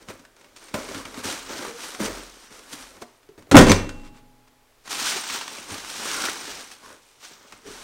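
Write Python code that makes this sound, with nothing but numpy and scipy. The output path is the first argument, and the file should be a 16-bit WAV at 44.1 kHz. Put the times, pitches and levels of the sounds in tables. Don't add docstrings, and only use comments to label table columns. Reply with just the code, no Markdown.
import sys
import numpy as np
from scipy import signal
from scipy.fft import rfft, irfft
from scipy.io import wavfile

SR = 44100
rng = np.random.default_rng(int(sys.argv[2]) if len(sys.argv) > 2 else 0)


def store_wav(level_fs):
    pcm = np.round(np.clip(np.atleast_2d(level_fs), -1, 1) * 32767)
    wavfile.write(sys.argv[1], SR, pcm.T.astype(np.int16))


N = 345303

# frequency in Hz, relative spectral level in dB per Hz.
AIR_SPECTRUM = [(15, -19.5), (25, -2.5), (44, -30.5), (122, -17), (164, -32), (410, -18), (762, -23),
                (826, -20), (896, -22.5), (15500, -38)]
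AIR_DB, SWAY_FLOOR_DB = -61, -79
# start of full level in seconds, level in dB, hold in seconds, pitch in Hz.
JOLT_SWAYS = [(0.024, -65, 0.12, 43), (.76, -57, .37, 41), (1.39, -57, .1, 40), (2.064, -46, 0.098, 43),
              (2.815, -58, 0.03, 41), (3.61, -19, 0.022, 23), (3.62, -31, .04, 48), (3.95, -44, 0.14, 20),
              (4.6, -67, 0.25, 16.3), (4.995, -69, .05, 40), (5.77, -58, .01, 30), (6.145, -71, .05, 40),
              (6.5, -62, .01, 47), (7.703, -57.5, 0.027, 37)]
JOLT_RISE_S, JOLT_FALL_S = .05, 0.27

# start of full level in seconds, hiss level in dB, rise in seconds
# per 20 dB, hold in seconds, fall in seconds per 20 dB, weight (hollow body over hiss) in dB.
SLIDING_STROKES = [(.01, -57, 0.03, 0.011, 0.16, 4), (.092, -43, 0.019, 0.011, 0.043, 3.5),
                   (.13, -56.5, .02, 0.014, 0.23, 5.5), (.38, -62, 0.049, 0, 0.92, 3),
                   (.564, -47.5, 0.0055, 0.0078, 0.042, -11), (.622, -49, 0.051, 0, 0.29, -7),
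                   (.742, -36.5, 0.0034, 0.0011, 0.067, 9.5), (0.787, -43.5, 0.087, .13, 0.14, 0.5),
                   (0.945, -41.5, .08, 0.052, 0.12, -0.3), (1.07, -50, 0.049, 0.061, 0.14, 2.5),
                   (1.181, -42.5, .09, 0.026, 0.062, -.6), (1.245, -31.5, 0.021, 0.056, 0.22, -6.5),
                   (1.506, -40, 0.091, 0.15, 0.12, -.6), (1.63, -45, 0.076, 0.053, 0.11, 3),
                   (1.843, -36.5, 0.17, 0.0049, .21, -8), (1.946, -45, 0.012, 0, .08, -3),
                   (2.003, -35, 0.017, 0.031, 0.2, 5), (2.056, -31, 0.066, 0, 0.042, -13),
                   (2.153, -42, 0.1, 0, 0.37, -9), (2.43, -51, 0.21, 0.016, .13, -8),
                   (2.518, -49.5, 0.04, 0.067, 0.2, -3), (2.686, -50, .11, 0.034, 0.058, -5.5),
                   (2.73, -35, 0.017, 0, 0.048, -8.5), (2.765, -48.5, 0.025, 0.029, 0.17, -4.5),
                   (2.806, -46, .05, 0, 0.24, -8), (2.96, -57, 0.13, 0.018, 0.056, 5),
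                   (3.02, -44, 0.014, 0.0067, 0.02, 3.5), (3.06, -66.5, .05, 0.085, 0.19, -1),
                   (3.29, -71, 0.086, 0, 0.2, 1), (3.381, -60, 0.0062, 0.01, .095, 8.5),
                   (3.501, -64, 0.045, 0, 0.013, 14.5), (4.857, -48.5, 0.021, 0.014, .05, -8.5),
                   (4.913, -33, 0.041, 0.064, 0.13, -10.5), (4.997, -30, 0.046, .03, .11, -19),
                   (5.061, -24.5, 0.075, 0.027, 0.13, -19.5), (5.172, -30.5, 0.17, 0, 0.11, -11.5),
                   (5.339, -29.5, 0.25, 0, 0.17, -15), (5.478, -43, .012, 0.027, .11, -17),
                   (5.534, -41.5, 0.23, 0.052, 0.28, -7), (5.707, -37, 0.061, 0.027, 0.19, -6),
                   (5.865, -46, 0.26, 0.16, .3, -29), (6.071, -31, 0.38, 0.21, 0.16, -9.5),
                   (6.364, -39, 0.26, 0.18, 0.27, -7.5), (6.61, -44, 0.1, 0, 0.13, -13),
                   (6.715, -40, 0.0072, 0, 0.052, -15.5), (6.838, -51.5, 0.063, 0.089, 0.13, -0.5),
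                   (7.113, -59, 0.54, 0.008, .25, -17), (7.245, -43, 0.061, 0, 0.16, -14),
                   (7.315, -53.5, 0.015, 0, 0.27, -3.5), (7.537, -53.5, 0.39, 0, 0.19, -3),
                   (7.676, -45, 0.054, .15, .11, -6)]
SCRAPE_DB, SCRAPE_PER_WEIGHT, THUD_DB, THUD_PER_WEIGHT = -0.25, 0.41, -13, 1.5
# frequency in Hz, relative spectral level in dB per Hz.
HISS_SPECTRUM = [(1410, -27), (2400, 1), (4890, -1.5), (5800, -0.5), (7740, -5), (8710, -5), (10100, -11),
                 (14500, -19), (15500, -19)]
# frequency in Hz, relative spectral level in dB per Hz.
SCRAPE_SPECTRUM = [(350, -58.5), (600, -1.5), (758, -2), (1210, 1), (1420, 1), (2600, -7.5), (3380, -42),
                   (5720, -120)]
# frequency in Hz, relative spectral level in dB per Hz.
WALL_SPECTRUM = [(94, -37.5), (160, -11), (259, -2.5), (505, -4), (599, -3.5), (650, -4), (840, -38),
                 (1430, -120)]
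# frequency in Hz, relative spectral level in dB per Hz.
FLOOR_SPECTRUM = [(45, -28), (70, -2), (130, -2), (190, -27.5)]
FLUTE_PITCHES = [779, 954, 1160, 1460, 1590, 2180]
# time in seconds, gain in dB.
SHEEN_GAINS = [(0, .6), (.6, 1), (.9, -.6), (1.26, -4), (1.5, 4.5), (1.9, -7), (2.1, 2.5), (2.5, -1),
               (2.75, -15), (2.93, -7), (3.298, 0), (4.9, -0.5), (5.3, 4.5), (5.7, 0), (6.1, 1),
               (6.499, 3.3), (7, -5.3), (7.399, 6.7), (7.83, -3.5)]
SHEEN_HZ = 10000
# centre in seconds, level in dB, spread in seconds.
SETTLING_RUSTLES = [(3.96, -55, 0.06), (4.066, -50.5, 0.018), (4.17, -55.5, 0.025), (4.48, -55, 0.0055)]
# centre in seconds, level in dB, pitch in Hz, spread in seconds, 60 dB decay in seconds.
WALL_GROANS = [(1.056, -37, 2470, 0.0046, 0.022), (1.52, -51, 277.7, 0.015, 0.18),
               (1.675, -39.5, 390, .015, 0.28), (1.70, -36, 455, 0.016, 0.5),
               (1.76, -45, 469.4, 0.014, 0.59), (5.07, -38.5, 1480, 0.031, 0.033),
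               (5.16, -38, 382.4, 0.014, 0.33), (6.2, -40.5, 1390, 0.058, 0.057),
               (6.85, -50, 1100, .018, 0.033), (6.91, -57, 1060, .035, .02), (7.69, -44, 410, 0.026, 0.044)]

# start in seconds, crack level in dB, thump level in dB, hollow pitch in Hz, length in seconds.
CARTON_KNOCKS = [(0.086, -34.5, -31.5, 280, 0.023), (0.194, -45, -48, 271, 0.036),
                 (0.251, -43, -57, 195, 0.029), (0.365, -48.5, -56, 470, 0.032),
                 (0.412, -49, -54, 370, 0.057), (0.444, -47, -58, 570, 0.051),
                 (0.563, -51, -53, 340, 0.035), (0.616, -53, -57, 402, 0.016),
                 (0.627, -52, -58, 460, 0.019), (0.684, -42.5, -47, 510, 0.072),
                 (0.7417, -24.5, -16.5, 533, 0.038), (0.888, -32.5, -32, 392, 0.026),
                 (0.9455, -32, -27.5, 272, 0.072), (1.053, -30.5, -37, 243, 0.025),
                 (1.143, -34, -54, 315, 0.032), (1.1743, -34.5, -29.5, 256, 0.024),
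                 (1.249, -50, -26, 264, 0.02), (1.948, -32, -40, 736, 0.034),
                 (2.0004, -44, -24, 204, 0.022), (2.051, -28, -30, 340, 0.013),
                 (2.507, -51, -48.5, 204, 0.036), (2.732, -56, -36.5, 263, 0.04),
                 (3.0205, -37, -35, 626, 0.036), (3.23, -54, -62, 290, 0.039),
                 (3.289, -52, -38, 390, 0.023), (3.378, -50, -40, 296, 0.038),
                 (3.4236, -47, -50, 258, 0.03), (3.47, -54, -46, 424, 0.028), (3.892, -31, -43, 183, 0.045),
                 (4.8757, -33.5, -46.5, 312, 0.037), (4.916, -32.5, -48, 686, 0.12),
                 (4.99, -29, -52, 720, 0.03), (5.027, -28, -45, 385, 0.017), (5.045, -36, -52, 704, 0.022),
                 (5.091, -28, -51, 570, 0.04), (5.12, -26, -39, 490, 0.05), (5.238, -28.5, -58, 290, 0.048),
                 (5.2977, -26.5, -44, 272, 0.081), (5.359, -28, -56, 694, 0.041),
                 (5.412, -28.5, -43, 710, 0.074), (5.479, -25, -50, 710, 0.022),
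                 (5.585, -29.5, -42.5, 254, 0.013), (5.707, -34, -32.5, 271, 0.025),
                 (5.847, -34, -52, 377, 0.03), (6.716, -35, -61.5, 253, 0.021),
                 (7.236, -42.5, -53, 463, 0.043), (7.312, -46, -49, 390, 0.02),
                 (7.523, -38.5, -49, 297, 0.053), (7.665, -45.5, -38.5, 416, 0.06)]
# ratio to its pitch, relative drive in dB, 60 dB decay in seconds.
HOLLOW_MODES = [(.38, -9, .09), (.7, -7, .06), (1, 0, .1), (1.12, -5, .08), (1.9, -10, .04)]
# frequency in Hz, relative level in dB per Hz.
CRACK_SPECTRUM = [(300, -20), (1000, 9), (2000, 5), (5000, -1.5), (8500, -4.5), (11000, -16.5),
                  (16000, -22)]

# start in seconds, crack level in dB, thump level in dB,
# jangle level in dB, length in seconds, contact hardness (low-pass cutoff of the thump) in Hz.
LANDING_BLOWS = [(3.513, -15, -7.5, -39, 0.086, 800), (3.543, -26, 12, -42.5, 0.044, 606),
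                 (3.553, -6, 11, -32, 0.075, 600), (3.567, 0.1, 7.5, -29, 0.089, 920),
                 (3.588, -8, -1, -30, 0.073, 900), (3.61, -16, -8, -32, 0.12, 800),
                 (3.666, -23, -10, -36, 0.37, 915), (3.684, -19.5, -11.5, -27, 0.036, 1170),
                 (3.695, -17, -3.5, -10.5, 0.09, 600), (3.707, -19.5, -9.5, -11, 0.026, 900),
                 (3.717, -8, -9.5, -40, 0.049, 910)]
# frequency in Hz, relative drive in dB, 60 dB decay in seconds.
BENCH_MODES = [(93.9, -14.5, 0.23), (122.4, -22.5, .06), (200, -5, 0.083), (252.7, -3.5, 0.063),
               (290.5, 1, 0.046), (371, -2, 0.062), (424, -5.5, 0.029), (518, -5.5, 0.037),
               (526, -4, 0.056), (656, -4, 0.035), (804, -3, .025), (1000, -10, 0.042), (1185, -5, 0.019),
               (1370, 3, .02)]
# frequency in Hz, relative drive in dB, 60 dB decay in seconds.
TOOL_MODES = [(2170, -3.5, 0.069), (3180, -18.5, 0.038), (4560, -13.5, .05), (5047, -13, 0.2),
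              (5960, -4, .02), (6100, 4, 0.031), (8150, -10, 0.018)]
# frequency in Hz, level in dB, 60 dB decay in seconds, beat rate in Hz.
CAN_MODES = [(122, -55, 3.5, .8), (253, -45, 2.3, .7), (420, -57, 1.8, 2.1), (834, -44, 2.1, .7),
             (2724, -31, .9, 1.3)]
CANS_S = 3.6

ROOM_T60_S, ROOM_TOP_T60_S, BOOM_T60_S = 0.4, 0.27, 1.11
BOOM_DB = -37.5
ROOM_DB, RUB_ROOM_DB = -7.5, -16
TOP_HZ = 15700
CONTROL_STEP = 64


def undb(db):
    return 10 ** (np.asarray(db) / 20)


def unit(x):
    return x / np.sqrt(np.mean(x ** 2))


def decay(t, t60):
    return np.exp(-np.log(1000) * t / t60)


def colour(x, table):
    hz, db = np.transpose(table)
    size = 8192
    bins_hz = np.arange(size // 2 + 1) * SR / size
    gain_db = np.interp(np.log(bins_hz + 1), np.log(hz), db)
    cepstrum = irfft(np.log(undb(gain_db)))
    cepstrum[1:size // 2] *= 2
    cepstrum[size // 2 + 1:] = 0
    taps = irfft(np.exp(rfft(cepstrum)))[:size // 2]
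    return signal.fftconvolve(x, taps / np.sqrt(np.sum(taps ** 2)))[:len(x)]


def ring(x, hz, t60):
    pole = np.exp(2j * np.pi * hz / SR - np.log(1000) / (t60 * SR))
    return signal.lfilter([1], [1, -pole], x + 0j).imag * np.sqrt(2 / (SR / 100))


def burst(length):
    t = np.arange(SR // 4) / SR
    return rng.standard_normal(len(t)) * decay(t, max(length, 1e-3))


def add(out, s, x):
    i = int(s * SR)
    out[i:i + len(x)] += x[:N - i]


def swell(s, spread):
    return np.exp(-.5 * ((np.arange(N) / SR - s) / spread) ** 2)


def gesture(s, rise, hold, fall):
    t = np.arange(0, N + CONTROL_STEP, CONTROL_STEP) / SR - np.reshape(s, (-1, 1))
    rise, hold, fall = (np.maximum(np.reshape(v, (-1, 1)), 1e-3) for v in (rise, hold, fall))
    return 10. ** (np.minimum(t, 0) / rise - np.maximum(t - hold, 0) / fall)


def envelope(db, gains):
    power = undb(db) ** 2 @ gains ** 2
    return np.interp(np.arange(N), CONTROL_STEP * np.arange(len(power)), np.sqrt(power))


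def background():
    t = np.arange(N) / SR
    rumble = unit(ring(ring(rng.standard_normal(N), 39, 0.14), 41, .5))
    phases = 2 * np.pi * rng.random(len(JOLT_SWAYS))
    sway = np.zeros(N)
    for phase, (s, db, hold, hz) in zip(phases, JOLT_SWAYS):
        tone = np.sqrt(2) * np.sin(2 * np.pi * hz * t + phase)
        sway += tone * envelope([db], gesture(s, JOLT_RISE_S, hold, JOLT_FALL_S))
    air = undb(AIR_DB) * colour(rng.standard_normal(N), AIR_SPECTRUM)
    return air + undb(SWAY_FLOOR_DB) * rumble + sway


def slips(rate, spread_db, smooth):
    size = undb(spread_db * np.minimum(rng.exponential(size=N), 3))
    size = size * (rng.random(N) < rate / SR)
    tail = signal.lfilter([1], [1, -np.exp(-1 / (0.0029 * SR))], size)
    power = np.clip(smooth, 0, 1) + np.clip(1 - smooth, 0, 1) * unit(tail) ** 2
    return rng.standard_normal(N) * np.sqrt(power)


def rubbing():
    s, hiss_db, rise, hold, fall, weight_db = np.transpose(SLIDING_STROKES)
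    strokes = gesture(s, rise, hold, fall)
    fine, coarse = slips(300, 3.5, .7), slips(120, 3.6, .65)
    chirps = sum(0.2 * unit(ring(slips(59, 1.6, .05), hz, .006)) for hz in (5800, 8700))
    flutes = unit(sum(unit(ring(slips(30, 1.2, 0.22), hz, 0.024)) for hz in FLUTE_PITCHES))
    scrape = 0.87 * colour(0.69 * fine + 0.87 * coarse, SCRAPE_SPECTRUM) + 0.4 * flutes
    hiss = colour(fine, HISS_SPECTRUM) + chirps
    top = signal.sosfilt(signal.butter(4, SHEEN_HZ, "high", fs=SR, output="sos"), hiss)
    sheen_db = np.interp(np.arange(N) / SR, *np.transpose(SHEEN_GAINS))
    hiss = hiss + top * (undb(sheen_db) - 1)
    layers = ((hiss, 0),
              (scrape, SCRAPE_DB + SCRAPE_PER_WEIGHT * weight_db),
              (colour(coarse, WALL_SPECTRUM), weight_db),
              (colour(coarse, FLOOR_SPECTRUM), THUD_DB + THUD_PER_WEIGHT * weight_db))
    slide = sum(x * envelope(hiss_db + db, strokes) for x, db in layers)
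    rustles = sum(undb(db) * swell(at, spread) for at, db, spread in SETTLING_RUSTLES)
    settle = colour(coarse, CRACK_SPECTRUM) * rustles
    groan = np.zeros(N)
    for at, db, hz, spread, t60 in WALL_GROANS:
        groan += undb(db) * swell(at, spread) * unit(ring(coarse, hz, t60))
    return slide + settle + groan


def knocks():
    crack, thump = np.zeros(N), np.zeros(N)
    for s, crack_db, thump_db, hz, length in CARTON_KNOCKS:
        tick = 0.18 * burst(0.0022)
        add(crack, s, undb(crack_db) * (burst(length) + tick))
        boom = sum(undb(db) * ring(burst(2 * length), ratio * hz, t60) for ratio, db, t60 in HOLLOW_MODES)
        add(thump, s, undb(thump_db) * boom / np.max(np.abs(boom)))
    return colour(crack, CRACK_SPECTRUM) + thump


def struck(modes, length):
    return sum(undb(db) * ring(burst(length), hz, t60) for hz, db, t60 in modes)


def landing():
    crack, body = np.zeros(N), np.zeros(N)
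    for s, crack_db, thump_db, jangle_db, length, hard_hz in LANDING_BLOWS:
        add(crack, s, undb(crack_db) * burst(length))
        thump, jangle = struck(BENCH_MODES, length), struck(TOOL_MODES, length)
        thump = signal.lfilter(*signal.butter(2, hard_hz, fs=SR), thump)
        for sound, db in ((thump, thump_db), (jangle, jangle_db)):
            add(body, s, undb(db) * sound / np.max(np.abs(sound)))
    return colour(crack, CRACK_SPECTRUM) + body


def cans():
    t = np.maximum(np.arange(N) / SR - CANS_S, 0)
    out = np.zeros(N)
    for hz, db, t60, beat in CAN_MODES:
        pair = np.sin(2 * np.pi * hz * t) - .5 * np.sin(2 * np.pi * (hz + beat) * t)
        out += undb(db) * decay(t, t60) * pair
    return out


def room(x, wet_db):
    t = np.arange(SR + SR // 2) / SR
    noise = rng.standard_normal(len(t))
    low = signal.lfilter(*signal.butter(1, 2500, fs=SR), noise)
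    boom = unit(signal.lfilter(*signal.butter(1, 500, fs=SR), rng.standard_normal(len(t))))
    parts = (low, ROOM_T60_S), (noise - low, ROOM_TOP_T60_S), (undb(BOOM_DB) * boom, BOOM_T60_S)
    tail = sum(part * decay(t, t60) for part, t60 in parts)
    tail = tail * np.minimum(t / 0.0055, 1)
    return x + undb(wet_db) * signal.fftconvolve(x, tail / np.sqrt(np.sum(tail ** 2)))[:N]


def scene():
    hits = room(knocks() + landing(), ROOM_DB)
    hits = signal.sosfilt(signal.butter(4, 75, "high", fs=SR, output="sos"), hits)
    return (room(rubbing(), RUB_ROOM_DB) + hits + cans() + background())[None]


def record(dry):
    cut = signal.ellip(8, .2, 70, TOP_HZ, fs=SR, output="sos")
    return signal.sosfilt(cut, np.clip(dry, -.92, .92))


dry = scene()
out = record(dry)
store_wav(out)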